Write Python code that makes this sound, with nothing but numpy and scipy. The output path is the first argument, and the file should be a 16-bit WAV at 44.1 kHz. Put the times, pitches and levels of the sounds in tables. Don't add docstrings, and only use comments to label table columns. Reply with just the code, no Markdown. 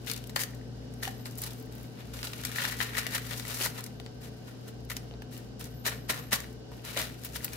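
import sys
import numpy as np
from scipy import signal
from scipy.fft import rfft, irfft
from scipy.io import wavfile

SR = 44100
rng = np.random.default_rng(int(sys.argv[2]) if len(sys.argv) > 2 else 0)


def wrap_up_sound(samples):
    columns = np.atleast_2d(samples).T
    tamed = np.clip(columns, -1, 1)
    steps = np.round(tamed * 32767).astype(np.int16)
    wavfile.write(sys.argv[1], SR, steps)


def invert_db(x):
    u = np.asarray(x, float) / 20
    return 10 ** u


N = 333396
PORT_LAG, CRACK_LAG = 14, 21


def rms_one(x):
    return x / np.sqrt(np.mean(x ** 2) + 1e-20)


def in_time(rows):
    s, *columns = np.transpose(rows)
    return [np.interp(np.arange(N) / SR, s, c) for c in columns]


def at_hz(points, hz):
    pitch, value = np.transpose(points)
    return np.interp(np.log(hz), np.log(pitch), value)


def sides(pan_db):
    return invert_db(np.array([pan_db / 2, -pan_db / 2]))


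def place(x, pan_db):
    return x * sides(pan_db)[:, None]


def arrive(out, sound, s, pan_db, lag):
    for port, gain in enumerate(sides(pan_db)):
        i = round(s * SR + port * lag)
        out[port, i:i + len(sound)] += gain * sound


def drift(rate):
    r = np.exp(-80 * np.pi * rate / SR)
    chance = rng.standard_normal(N // 40 + 2002)
    slow = signal.lfilter([1], [1, -2 * r, r * r], chance)[2000:]
    return np.interp(np.arange(N) / 40, np.arange(len(slow)), rms_one(slow))


def resonate(x, hz, width):
    r = np.exp(-np.pi * width / SR)
    poles = [1, -2 * r * np.cos(2 * np.pi * hz / SR), r * r]
    return signal.lfilter([(1 - r * r) / 2, 0, (r * r - 1) / 2], poles, x + 1e-18)


def colour(x, spectrum):
    hz = np.fft.rfftfreq(4096, 1 / SR) + 1
    cepstrum = irfft(np.log(invert_db(at_hz(spectrum, hz))))
    cepstrum[1:2048] *= 2
    cepstrum[2049:] = 0
    kernel = irfft(np.exp(rfft(cepstrum)))
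    return signal.fftconvolve(x, [kernel / np.linalg.norm(kernel)], axes=1)[:, :N]


# (frequency [Hz], correlation [-1 to 1])
LIKENESS = [(60, 0.97), (240, 0.73), (950, -0.046), (3770, -0.3), (15000, 0.24)]


def alike_noise(hz):
    mid, side = rng.standard_normal((2, N))
    alike = np.clip(at_hz(LIKENESS, hz), -1, 1)
    return np.sqrt(1 + alike) * mid + np.sqrt(1 - alike) * side * [[1], [-1]]


# (frequency [Hz], level [dB rms])
HUM = [(60, -59.5), (120, -45.5), (204, -58), (240, -56.5), (256, -56)]
# (time [s], level [dB])
HUM_SWAY = [(0.0, -47), (1.4, -45.5), (2.0, -47.5), (2.6, -46), (3.54, -45.5), (4.15, -49), (6.2, -46.5),
            (6.67, -51), (7.56, -50)]
# (frequency [Hz], width [Hz], level [dB])
FAN_TONES = [(61.3, 7.3, -52.5), (149.9, 12, -56), (441.8, 21, -58), (734, 86, -63.5), (1543, 70, -67.5),
             (2910, 380, -69), (12800, 2500, -90)]


def fridge():
    t = np.arange(N) / SR
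    lines = np.zeros(N)
    for hz, db in HUM:
        tone = np.sqrt(2) * np.sin(2 * np.pi * (hz * t + rng.random()))
        lines += invert_db(db + 1.0 * drift(4.9)) * tone
    sway_db = in_time(HUM_SWAY)[0]
    out = place(lines * invert_db(sway_db - sway_db.mean()), 4.5)
    for hz, width, db in FAN_TONES:
        tone = resonate(resonate(alike_noise(hz), hz, width), hz, width)
        out = out + place(invert_db(db) * rms_one(tone), 0.25)
    return out


# (frequency [Hz], density [dB per Hz])
AIR_SPECTRUM = [(18, -46), (30, -12.5), (70, -18), (124, -9.5), (170, -11.5), (245, -8), (374, -14),
                (437, -11), (1100, -29.5), (1540, -32), (2290, -37.5), (5040, -32), (12300, -57),
                (16000, -75)]
AIR_DB = -47.5


def air():
    low, high = [signal.butter(1, 480, kind, fs=SR) for kind in ("low", "high")]
    white = signal.lfilter(*low, alike_noise(120)) + signal.lfilter(*high, alike_noise(2250))
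    swell_db = 0.7 * drift(3)
    return place(invert_db(AIR_DB + swell_db + 0.4) * rms_one(colour(white, AIR_SPECTRUM)), 0.15)


# (time [s], left-right difference [dB])
HAND_SIDE = [(0, 13), (0.4, 7), (1.3, 3), (2.2, 3), (2.8, 9), (3.7, 5), (4.1, 5), (6.3, 4), (7.56, 5.5)]


def hand_side(s):
    return np.interp(s, *np.transpose(HAND_SIDE))


# (time of the top [s], crunch [dB], brightness [dB], rise [s])
SQUEEZES = [(0.116, -39.5, -51, 0.037), (0.16, -45.5, -73, 0.048), (0.418, -34, -36, 0.029),
            (1.072, -38, -49, 0.012), (1.436, -36.5, -43.5, 0.015), (1.467, -36.5, -39, 0.0075),
            (2.009, -45.5, -61, 0.029), (2.652, -31, -42.5, 0.057), (2.821, -24.5, -31.5, 0.012),
            (2.986, -28, -36, 0.015), (3.157, -26.5, -34.5, 0.025), (3.268, -43, -46, 0.03),
            (3.332, -35, -45, 0.028), (3.396, -68, -48, 0.025), (3.658, -31, -34.5, 0.064),
            (3.796, -36, -48, 0.021), (4.966, -48, -55, 0.01), (5.141, -52, -86, 0.005),
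            (5.862, -27.5, -38, 0.0084), (6.335, -19, -31.5, 0.01), (7.26, -43.5, -45.5, 0.032),
            (7.361, -38.5, -41, 0.013), (7.448, -38.5, -43, 0.017)]
# (time of the top [s], crunch [dB], brightness [dB], fall [s])
BRUSHES = [(0.08, -42, -46, 0.014), (0.373, -44, -47, 0.011), (1.034, -32, -38, 0.017),
           (1.264, -46, -45.5, 0.017), (1.39, -61, -45, 0.014), (1.727, -52.5, -61, 0.088),
           (2.139, -40.5, -49.5, 0.048), (2.251, -35, -40.5, 0.0098), (3.841, -55, -57, 0.014),
           (4.222, -47, -52, 0.032), (4.474, -47, -56, 0.026), (4.68, -46, -52, 0.015),
           (4.906, -30, -37, 0.011), (5.322, -48.5, -54, 0.062), (5.605, -42, -48, 0.047),
           (5.874, -27, -32, 0.014), (5.92, -42, -52, 0.027), (6.102, -20.5, -28, 0.0091),
           (6.117, -38, -39, 0.0062), (6.14, -47, -59, 0.079), (6.341, -30.5, -31, 0.019),
           (6.72, -57, -68, 0.12), (6.854, -38.5, -48.5, 0.059), (6.975, -26.5, -36.5, 0.046),
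           (7.022, -52, -53, 0.018), (7.536, -44, -53, 0.023)]


def pushes():
    squeezes = [(*row, 0.008 + 0.059 * row[3]) for row in SQUEEZES]
    brushes = [(*row[:3], 0.0076, row[3]) for row in BRUSHES]
    return squeezes + brushes


# (time [s], peak [dB], brightness [dB], ring [Hz])
SNAPS = [(0.0727, -30, -45.5, 3460), (0.098, -20, -29, 3650), (0.295, -29.5, -38, 4160),
         (0.36, -35, -23, 1500), (1.0307, -24, -43, 1900), (1.256, -23, -48, 4500), (1.388, -34, -45, 3950),
         (1.436, -38, -26.5, 3970), (1.464, -40, -38, 1860), (2.19, -29, -46, 3350),
         (2.2293, -19, -39, 5000), (2.271, -21.5, -38, 4700), (2.3327, -23.5, -38, 2950),
         (2.4502, -24, -22.5, 1890), (3.1465, -29, -32, 1870), (3.6084, -27, -37, 1900),
         (4.062, -28, -60, 4540), (4.899, -33, -35, 2030), (4.9672, -23, -30, 5200), (5.22, -31, -42, 1710),
         (5.61, -30, -38, 3280), (5.856, -18, -40, 4020), (5.8639, -19, -23.5, 2050),
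         (6.0947, -21.5, -31, 2250), (6.329, -17, -15.5, 1680), (6.9672, -35, -35, 1980),
         (6.9725, -15.5, -28, 3340), (7.444, -30, -30.5, 2870), (7.4798, -26.5, -53, 2600),
         (0.362, -12.5, -42, 4440)]
# (time [s], peak [dB], brightness [dB])
POPS = [(0.0698, -32.5, -53), (0.393, -24, -29), (0.435, -21.5, -24), (1.051, -36, -44), (1.077, -26, -37),
        (2.436, -29.5, -41), (2.5155, -33, -38), (2.5592, -26, -39), (2.584, -23, -53), (2.656, -32, -52),
        (2.727, -28, -55), (2.803, -17, -56), (2.8916, -34, -59), (2.934, -30, -46), (2.9505, -22.5, -53),
        (2.985, -34, -28), (3.031, -31, -50), (3.066, -16.5, -31), (3.123, -46, -53), (3.3098, -32, -55),
        (3.3737, -48, -43), (3.3975, -27.5, -41), (3.451, -31, -41), (3.5445, -44, -30.5),
        (3.8625, -35, -32.5), (3.9995, -39, -48), (6.318, -37, -51), (6.7165, -46, -68), (7.246, -36, -62),
        (7.358, -22.5, -45)]
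POP_HZ, POP_SPREAD = 1930, 0.07


def breaks():
    chance = rng.standard_normal((len(SNAPS) + len(POPS), 2))
    pops = [(*row, POP_HZ * (1 + POP_SPREAD * c)) for row, c in zip(POPS, chance[:, 0])]
    side_db = -3 * chance[:, 1]
    side_db[len(SNAPS):] += 2.5
    return [(*row, hand_side(row[0]) + d) for row, d in zip([*SNAPS, *pops], side_db)]


def settle(strength, share_db, t60):
    r = invert_db(-60 / (t60 * SR))
    return strength + invert_db(share_db) * signal.lfilter([1 - r], [1, -r], strength)


def fractures(per_s, spread_db, alike):
    size_db = spread_db * np.minimum(rng.exponential(1, (2, N)), 5)
    sizes = invert_db(size_db) * rng.choice([-1, 1], (2, N))
    left, other = rms_one(sizes * (rng.random((2, N)) < per_s / SR))
    right = alike * np.roll(left, PORT_LAG) + np.sqrt(1 - alike ** 2) * other
    return np.array([left, right])


# (time [s], crunch [dB])
PRESS = [(0.0, -56), (0.15, -60), (0.51, -70.5), (1.43, -57.5), (1.77, -67), (2.12, -57), (2.32, -47.5),
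         (2.65, -38), (2.78, -44), (3.03, -44), (3.26, -59.5), (3.51, -39), (3.7, -68.5), (4.48, -64.5),
         (6.55, -88), (6.93, -46), (7.07, -64.5), (7.56, -50)]
# (time [s], peak [dB])
TICKS = [(0.063, -38), (0.114, -18.5), (0.135, -23), (0.162, -28), (0.176, -31), (0.188, -42), (0.218, -46),
         (0.239, -36), (0.267, -42), (0.273, -35), (0.5482, -44), (0.939, -40), (1.31, -35), (1.3547, -38),
         (1.4185, -38), (1.533, -33), (1.724, -43), (2.1365, -51), (2.3151, -46), (2.468, -37),
         (2.7681, -37), (3.1794, -32), (3.685, -45), (3.806, -31), (3.84, -25.5), (4.8493, -39.5),
         (5.377, -36), (5.595, -38), (5.641, -34.5), (6.311, -36), (6.4031, -29), (6.5275, -45),
         (6.716, -55), (6.85, -30), (7.533, -30)]


def strengths(broken):
    press_db = in_time(PRESS)[0]
    low, high = place(invert_db(press_db - 8.5), 4.9), place(invert_db(press_db - 7), 4.9)
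    for s, crunch_db, bright_db, rise, fall in pushes():
        i = np.arange(max(round((s - 0.2) * SR), 0), min(round((s + 0.4) * SR), N))
        before, past = (s - i / SR) / max(rise, 0.002), (i / SR - s) / max(fall, 0.002)
        away = np.where(i < s * SR, before, past)
        shape = place(invert_db(-6 * away ** 1.8), hand_side(s))
        low[:, i] += invert_db(crunch_db - 10.0) * shape
        high[:, i] += invert_db(bright_db - 0.36) * shape
    clumps = 1.5 * drift(30) + 1.1 * drift(200)
    low = settle(low, -6.0, 0.42) * invert_db(clumps + 1.6 * drift(110))
    high = settle(high, -9.0, 0.47) * invert_db(clumps + 2 * drift(78))
    after = np.arange(SR // 20) / SR
    for s, peak_db, bright_db, hz, side_db in broken:
        i = round(s * SR)
        shape = place(invert_db(-60 * after[:N - i] / 0.029), side_db)
        low[:, i:i + len(after)] += invert_db(peak_db - 17.0) * shape
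        high[:, i:i + len(after)] += invert_db(bright_db - 5.0) * shape
    for s, peak_db in TICKS:
        i = round(s * SR)
        shape = invert_db(peak_db - 6.0 - 60 * after[:N - i] / 0.014)
        high[:, i:i + len(after)] += place(shape, hand_side(s))
    return low, high


# (frequency [Hz], density [dB per Hz])
CRUNCH = [(290, -28.5), (500, -5), (1130, -2.5), (1540, -1), (1830, -3), (2750, -0.5), (6000, -23),
          (7800, -28), (13200, -120)]
# (frequency [Hz], density [dB per Hz])
FIZZ = [(2650, -26.5), (4500, 0.5), (8540, -0.5), (12400, 0), (15100, -2), (15900, -10)]
# (frequency [Hz], width [Hz], gain [dB])
PAN_BODY = [(1430, 47, 6), (2250, 140, 3), (3300, 510, 2), (4020, 560, 10)]
# (time [s], ring [dB], weight of the hand [dB])
HOLLOW = [(0.15, -13, -13), (.36, 7, 6.5), (.44, -1, -7), (.48, 5, 7), (1.04, 1, 3), (1.3, -7, 6.5),
          (2.3, -10, 2.5), (2.58, -1.5, 0.5), (3, 5, 0), (3.2, 3, 0.5), (3.45, -6, 2), (3.66, -5, 6),
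          (4.2, -1.5, 6), (5.8, -4.5, 4), (6.15, 1, 6.5), (6.4, -1, 4), (7, -7.5, 1), (7.56, -4, 2.5)]
HOLLOW_HZ, HOLLOW_WIDTH_HZ, WEIGHT_HZ = 1854, 213, 1130


def crumbs(broken):
    low, high = strengths(broken)
    grains = fractures(6000, 2.53, alike=0.1)
    body = colour(grains * low, CRUNCH)
    ring_db, weight_db = in_time(HOLLOW)
    bass = signal.filtfilt(*signal.butter(2, WEIGHT_HZ, fs=SR), body)
    body = body + (invert_db(weight_db) - 1) * bass
    hollow = place(invert_db(ring_db + 7.0) * resonate(body, HOLLOW_HZ, HOLLOW_WIDTH_HZ), -4.5)
    pan = sum((invert_db(db) - 1) * resonate(body, hz, width) for hz, width, db in PAN_BODY)
    fine = rms_one(grains * np.abs(grains) ** 0.17)
    fizz = place(colour(fine * high, FIZZ), -2)
    return invert_db(-3.0) * (body + hollow + pan) + fizz


KITCHEN_T60_S, WALL_CUT_HZ, KITCHEN_DB = 0.31, 3800, -12.5


def kitchen(x):
    after = np.arange(SR // 2) / SR
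    echoes = rng.standard_normal((2, 2, SR // 2)) * (1 - np.exp(-after / 0.00036))
    low, high = [signal.butter(1, WALL_CUT_HZ, kind, fs=SR) for kind in ("low", "high")]
    dull = signal.lfilter(*low, echoes[0]) * invert_db(-60 * after / KITCHEN_T60_S)
    bright = signal.lfilter(*high, echoes[1]) * invert_db(-60 * after / (0.42 * KITCHEN_T60_S))
    tail = dull + bright
    return signal.fftconvolve([x, x], tail / np.linalg.norm(tail[0]), axes=1)[:, :N]


def snaps(broken):
    out, after = np.zeros((2, N + SR)), np.arange(SR // 40) / SR
    for s, peak_db, bright_db, hz, side_db in broken:
        where, overtone = rng.random(2)
        ring = np.sin(2 * np.pi * hz * after)
        ring += 0.5 * np.sin(2 * np.pi * hz * (1.544 + 0.35 * overtone) * after)
        ring *= invert_db(peak_db - 4 - 60 * after * hz / 18)
        arrive(out, ring, s + 0.0007, side_db, PORT_LAG * (1.2 + 0.7 * where))
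    return out[:, :N]


# (time [s], peak [dB],
# ring [Hz], decay [cycles])
CRACKS = [(0.3613, -12, 1390, 9.2), (0.372, -22, 1810, 11), (0.379, -24, 1750, 18), (0.399, -26, 1850, 22),
          (0.4104, -23, 1810, 14), (0.4152, -35, 1830, 20), (0.535, -38, 1880, 16), (0.6135, -38, 1810, 12),
          (1.027, -28, 1590, 14), (1.4383, -36, 3960, 12), (1.508, -30, 3400, 12), (1.643, -46, 1050, 12),
          (1.6716, -42, 1810, 12), (2.4957, -30, 1290, 11), (2.585, -14.5, 1840, 20),
          (2.6034, -25, 1900, 15), (2.6518, -11.5, 1730, 10), (2.684, -30, 1950, 12),
          (2.7227, -18.5, 1810, 7.3), (2.813, -20, 1790, 22), (2.822, -23, 2010, 10),
          (2.9738, -19, 1880, 14), (2.9888, -22, 2180, 12), (2.993, -22, 1680, 11), (3.059, -25, 1930, 15),
          (3.1474, -26, 1850, 11), (3.158, -22, 1830, 13), (3.1822, -17, 1440, 5.1),
          (3.4256, -30, 4950, 12), (3.6324, -33, 2920, 12), (3.6548, -18.5, 1960, 18),
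          (3.784, -29, 1840, 14), (4.9003, -28, 2060, 18), (4.915, -26, 1930, 18), (4.968, -31, 3900, 13),
          (5.1387, -35, 4070, 14), (5.8639, -17.5, 1620, 14), (5.879, -12.5, 1770, 10),
          (5.8866, -20, 1780, 12), (6.1004, -17, 2180, 18), (6.1064, -26, 2250, 12),
          (6.1344, -22.5, 1840, 14), (6.147, -32, 1920, 12), (6.196, -27, 1150, 12),
          (6.322, -19.5, 1770, 16), (6.4034, -28, 1850, 12), (6.443, -30, 1880, 11),
          (6.7955, -37, 2830, 15), (6.9634, -21, 1930, 12), (6.9836, -20, 2220, 15),
          (6.9964, -21, 1920, 12), (7.0136, -24, 1900, 12), (7.0255, -22, 1800, 12),
          (7.4061, -31, 1840, 12), (7.5335, -30, 2500, 11),
          (0.1, -26, 5200, 14), (0.143, -27, 3520, 15), (0.241, -31, 3000, 9.7), (0.364, -14, 3240, 10),
         (1.053, -17, 2960, 14), (2.525, -31, 2200, 10), (2.652, -15, 3360, 10), (3.07, -23, 4500, 10),
         (3.614, -15, 2840, 16), (3.626, -24, 3100, 14), (3.642, -21, 4000, 14), (3.661, -18.5, 1460, 14),
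         (3.667, -21, 2000, 16), (5.111, -32, 3040, 14), (5.367, -33, 3020, 20), (6.332, -20, 4800, 14)]


def cracks():
    out, after = np.zeros((2, N + SR)), np.arange(SR // 40) / SR
    for s, peak_db, hz, cycles in CRACKS:
        turns = hz * after
        octave = 0.19 * np.cos(2 * np.pi * 2.0 * turns) * invert_db(-6 * turns)
        decay_db = -60 * (turns / np.clip(cycles, 2, 40)) ** 1.46
        ring = invert_db(peak_db - 6 + decay_db) * (np.cos(2 * np.pi * turns) + octave)
        arrive(out, ring, round(s * SR) / SR, hand_side(s), CRACK_LAG)
    band = signal.butter(3, [700, 6000], "band", fs=SR, output="sos")
    return signal.sosfilt(band, out[:, :N] + 1e-18)


# (time [s], peak [dB], centre [Hz])
CLICKS = [(0.3611, -22, 4560), (2.2293, -22, 5140), (2.3321, -38, 2860), (2.4513, -10, 12900),
          (2.4674, -29, 3730), (2.652, -23, 3190), (2.8214, -28, 3030), (3.3604, -34, 12700),
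          (3.3732, -32, 4790), (3.397, -26, 3000), (3.4251, -35, 4950), (3.4804, -15, 11400),
          (3.5428, -21, 6170), (3.5804, -30, 3030), (3.6067, -24, 2620), (3.6262, -18, 2950),
          (3.6411, -26, 3030), (3.6615, -14, 3950), (3.9988, -23.5, 3200), (4.062, -38, 3080),
          (4.9659, -15.5, 5400), (5.221, -34, 2620), (6.3295, -16, 3530)]


def clicks():
    out, after = np.zeros((2, N + SR)), np.arange(SR // 200) / SR
    for s, peak_db, hz in CLICKS:
        ring = invert_db(peak_db - 4 - 60 * hz * after / 9.4) * np.cos(2 * np.pi * hz * after)
        arrive(out, -ring, s + 0.0009, hand_side(s), CRACK_LAG)
    return signal.sosfilt(signal.butter(1, 900, "high", fs=SR, output="sos"), out[:, :N] + 1e-18)


# (time [s], peak [dB], pitch [Hz], t60 [s])
KNOCKS = [(0.362, -32.5, 830, 0.015), (1.074, -46, 840, 0.048), (3.608, -33.5, 403, 0.03),
          (3.66, -35.5, 830, 0.033), (4.0, -46.5, 710, 0.018), (5.111, -45.5, 500, 0.029),
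          (5.138, -45, 700, 0.017), (5.22, -46, 705, 0.02), (5.862, -39, 550, 0.16),
          (6.098, -32.5, 570, 0.067), (6.33, -31, 730, 0.013), (6.716, -47, 940, 0.02),
          (6.721, -51, 278.7, 0.099), (6.965, -32, 550, 0.18), (6.998, -38, 613, 0.077)]
# (time [s], peak [dB], pitch [Hz])
THUDS = [
    (1.074, -22.5, 770),
    (5.864, -33, 237),
    (6.096, -57, 240),
    (6.331, -21, 230),
    (6.969, -53, 240),
]


def knocks():
    out, after = np.zeros(N), np.arange(SR // 5) / SR
    for s, peak_db, hz, t60 in KNOCKS:
        puff = rng.standard_normal(len(after)) * invert_db(-60 * after / t60) * (1 - np.exp(-after / 0.00029))
        puff = resonate(resonate(puff, hz, 0.18 * hz), hz, 0.5 * hz) + 0.75 * resonate(puff, 0.71 * hz, 280)
        i = round(s * SR)
        out[i:i + len(after)] += invert_db(peak_db + 6.0) * puff / np.abs(puff).max()
    for s, peak_db, hz in THUDS:
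        note = np.sin(2 * np.pi * hz * after) * (1 - np.exp(-after / 0.0022))
        i = round(s * SR)
        out[i:i + len(after)] += invert_db(peak_db - 60 * after / 0.038) * note
    out = signal.sosfilt(signal.butter(2, 2500, fs=SR, output="sos"), out + 1e-18)
    return place(out, 4.0)


# (time [s], pitch [Hz], level [dB])
SQUEAKS = [
    [(.96, 10900, -80), (1.0, 11900, -63), (1.03, 12300, -66), (1.09, 11800, -60), (1.13, 11500, -74)],
    [(1.16, 12700, -70), (1.19, 13500, -68), (1.215, 13100, -58), (1.25, 14500, -71)],
    [(1.55, 15800, -72), (1.575, 15000, -66), (1.6, 13400, -64)],
    [(5.69, 12700, -66), (5.73, 13800, -68)],
    [(5.73, 14900, -70), (5.76, 15150, -65), (5.78, 15400, -70)],
    [(3.69, 15100, -66), (3.72, 14200, -64), (3.76, 13200, -64), (3.8, 12900, -62)],
    [(3.7, 12000, -68), (3.76, 11100, -66), (3.82, 11300, -68)],
    [(3.96, 13500, -77), (3.99, 12800, -74)],
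    [(6.04, 11800, -80), (6.08, 11550, -79)],
    [(5.74, 13400, -62), (5.78, 12800, -63), (5.81, 13400, -64), (5.85, 14400, -60)],
    [(5.92, 12700, -67.5), (5.96, 13300, -62), (6.0, 13300, -68), (6.07, 13300, -67)],
    [(6.16, 12800, -66), (6.2, 13050, -60), (6.22, 13500, -59), (6.26, 12450, -60), (6.285, 12800, -60),
     (6.305, 11600, -66)],
]


def squeaks():
    out, t = np.zeros(N), np.arange(N) / SR
    for rows in SQUEAKS:
        hz, level_db = in_time(rows)
        fade = np.clip(np.minimum(t - rows[0][0], rows[-1][0] - t) / 0.0048, 0, 1)
        whistle = np.sin(2 * np.pi * np.cumsum(hz + 60 * drift(70)) / SR)
        out += fade * invert_db(level_db + 2.0 + 3.5 * drift(60)) * whistle
    return place(out, 2.3)


# (time [s], peak [dB])
SPECKS = [(1.376, -30), (1.383, -24), (1.418, -21.5), (1.599, -39), (1.624, -40), (1.66, -45), (1.751, -37),
          (1.781, -43), (1.83, -38), (1.87, -51), (1.725, -47), (3.838, -40), (4.9302, -32), (5.379, -41),
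          (7.248, -22.5), (7.446, -16.5), (7.532, -34)]
SPECK_HZ, SPECK_T60_S = 10900, 0.02


def specks():
    out, after = np.zeros((2, N + SR)), np.arange(SR // 40) / SR
    for s, peak_db in SPECKS:
        i = round(s * SR)
        hiss = invert_db(peak_db - 60 * after / SPECK_T60_S) * rng.standard_normal((2, len(after)))
        out[:, i:i + len(after)] += place(hiss, hand_side(s))
    return signal.sosfilt(signal.butter(2, SPECK_HZ, "high", fs=SR, output="sos"), out[:, :N] + 1e-18)


def scene():
    broken = breaks()
    near = crumbs(broken) + snaps(broken) + cracks() + clicks() + knocks() + squeaks() + specks()
    return fridge() + air() + near + invert_db(KITCHEN_DB) * kitchen(near[0])


def low_pass(x):
    return signal.sosfilt(signal.butter(12, 16810, fs=SR, output="sos"), x)


def record(dry):
    mix = 0.4 * np.tanh(dry / 0.4)
    mix = signal.sosfilt(signal.butter(6, 47, "high", fs=SR, output="sos"), mix)
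    mix = signal.sosfilt(signal.ellip(12, 1, 85, 15800, fs=SR, output="sos"), mix)
    return low_pass(mix)


dry = scene()
out = record(dry)
wrap_up_sound(out)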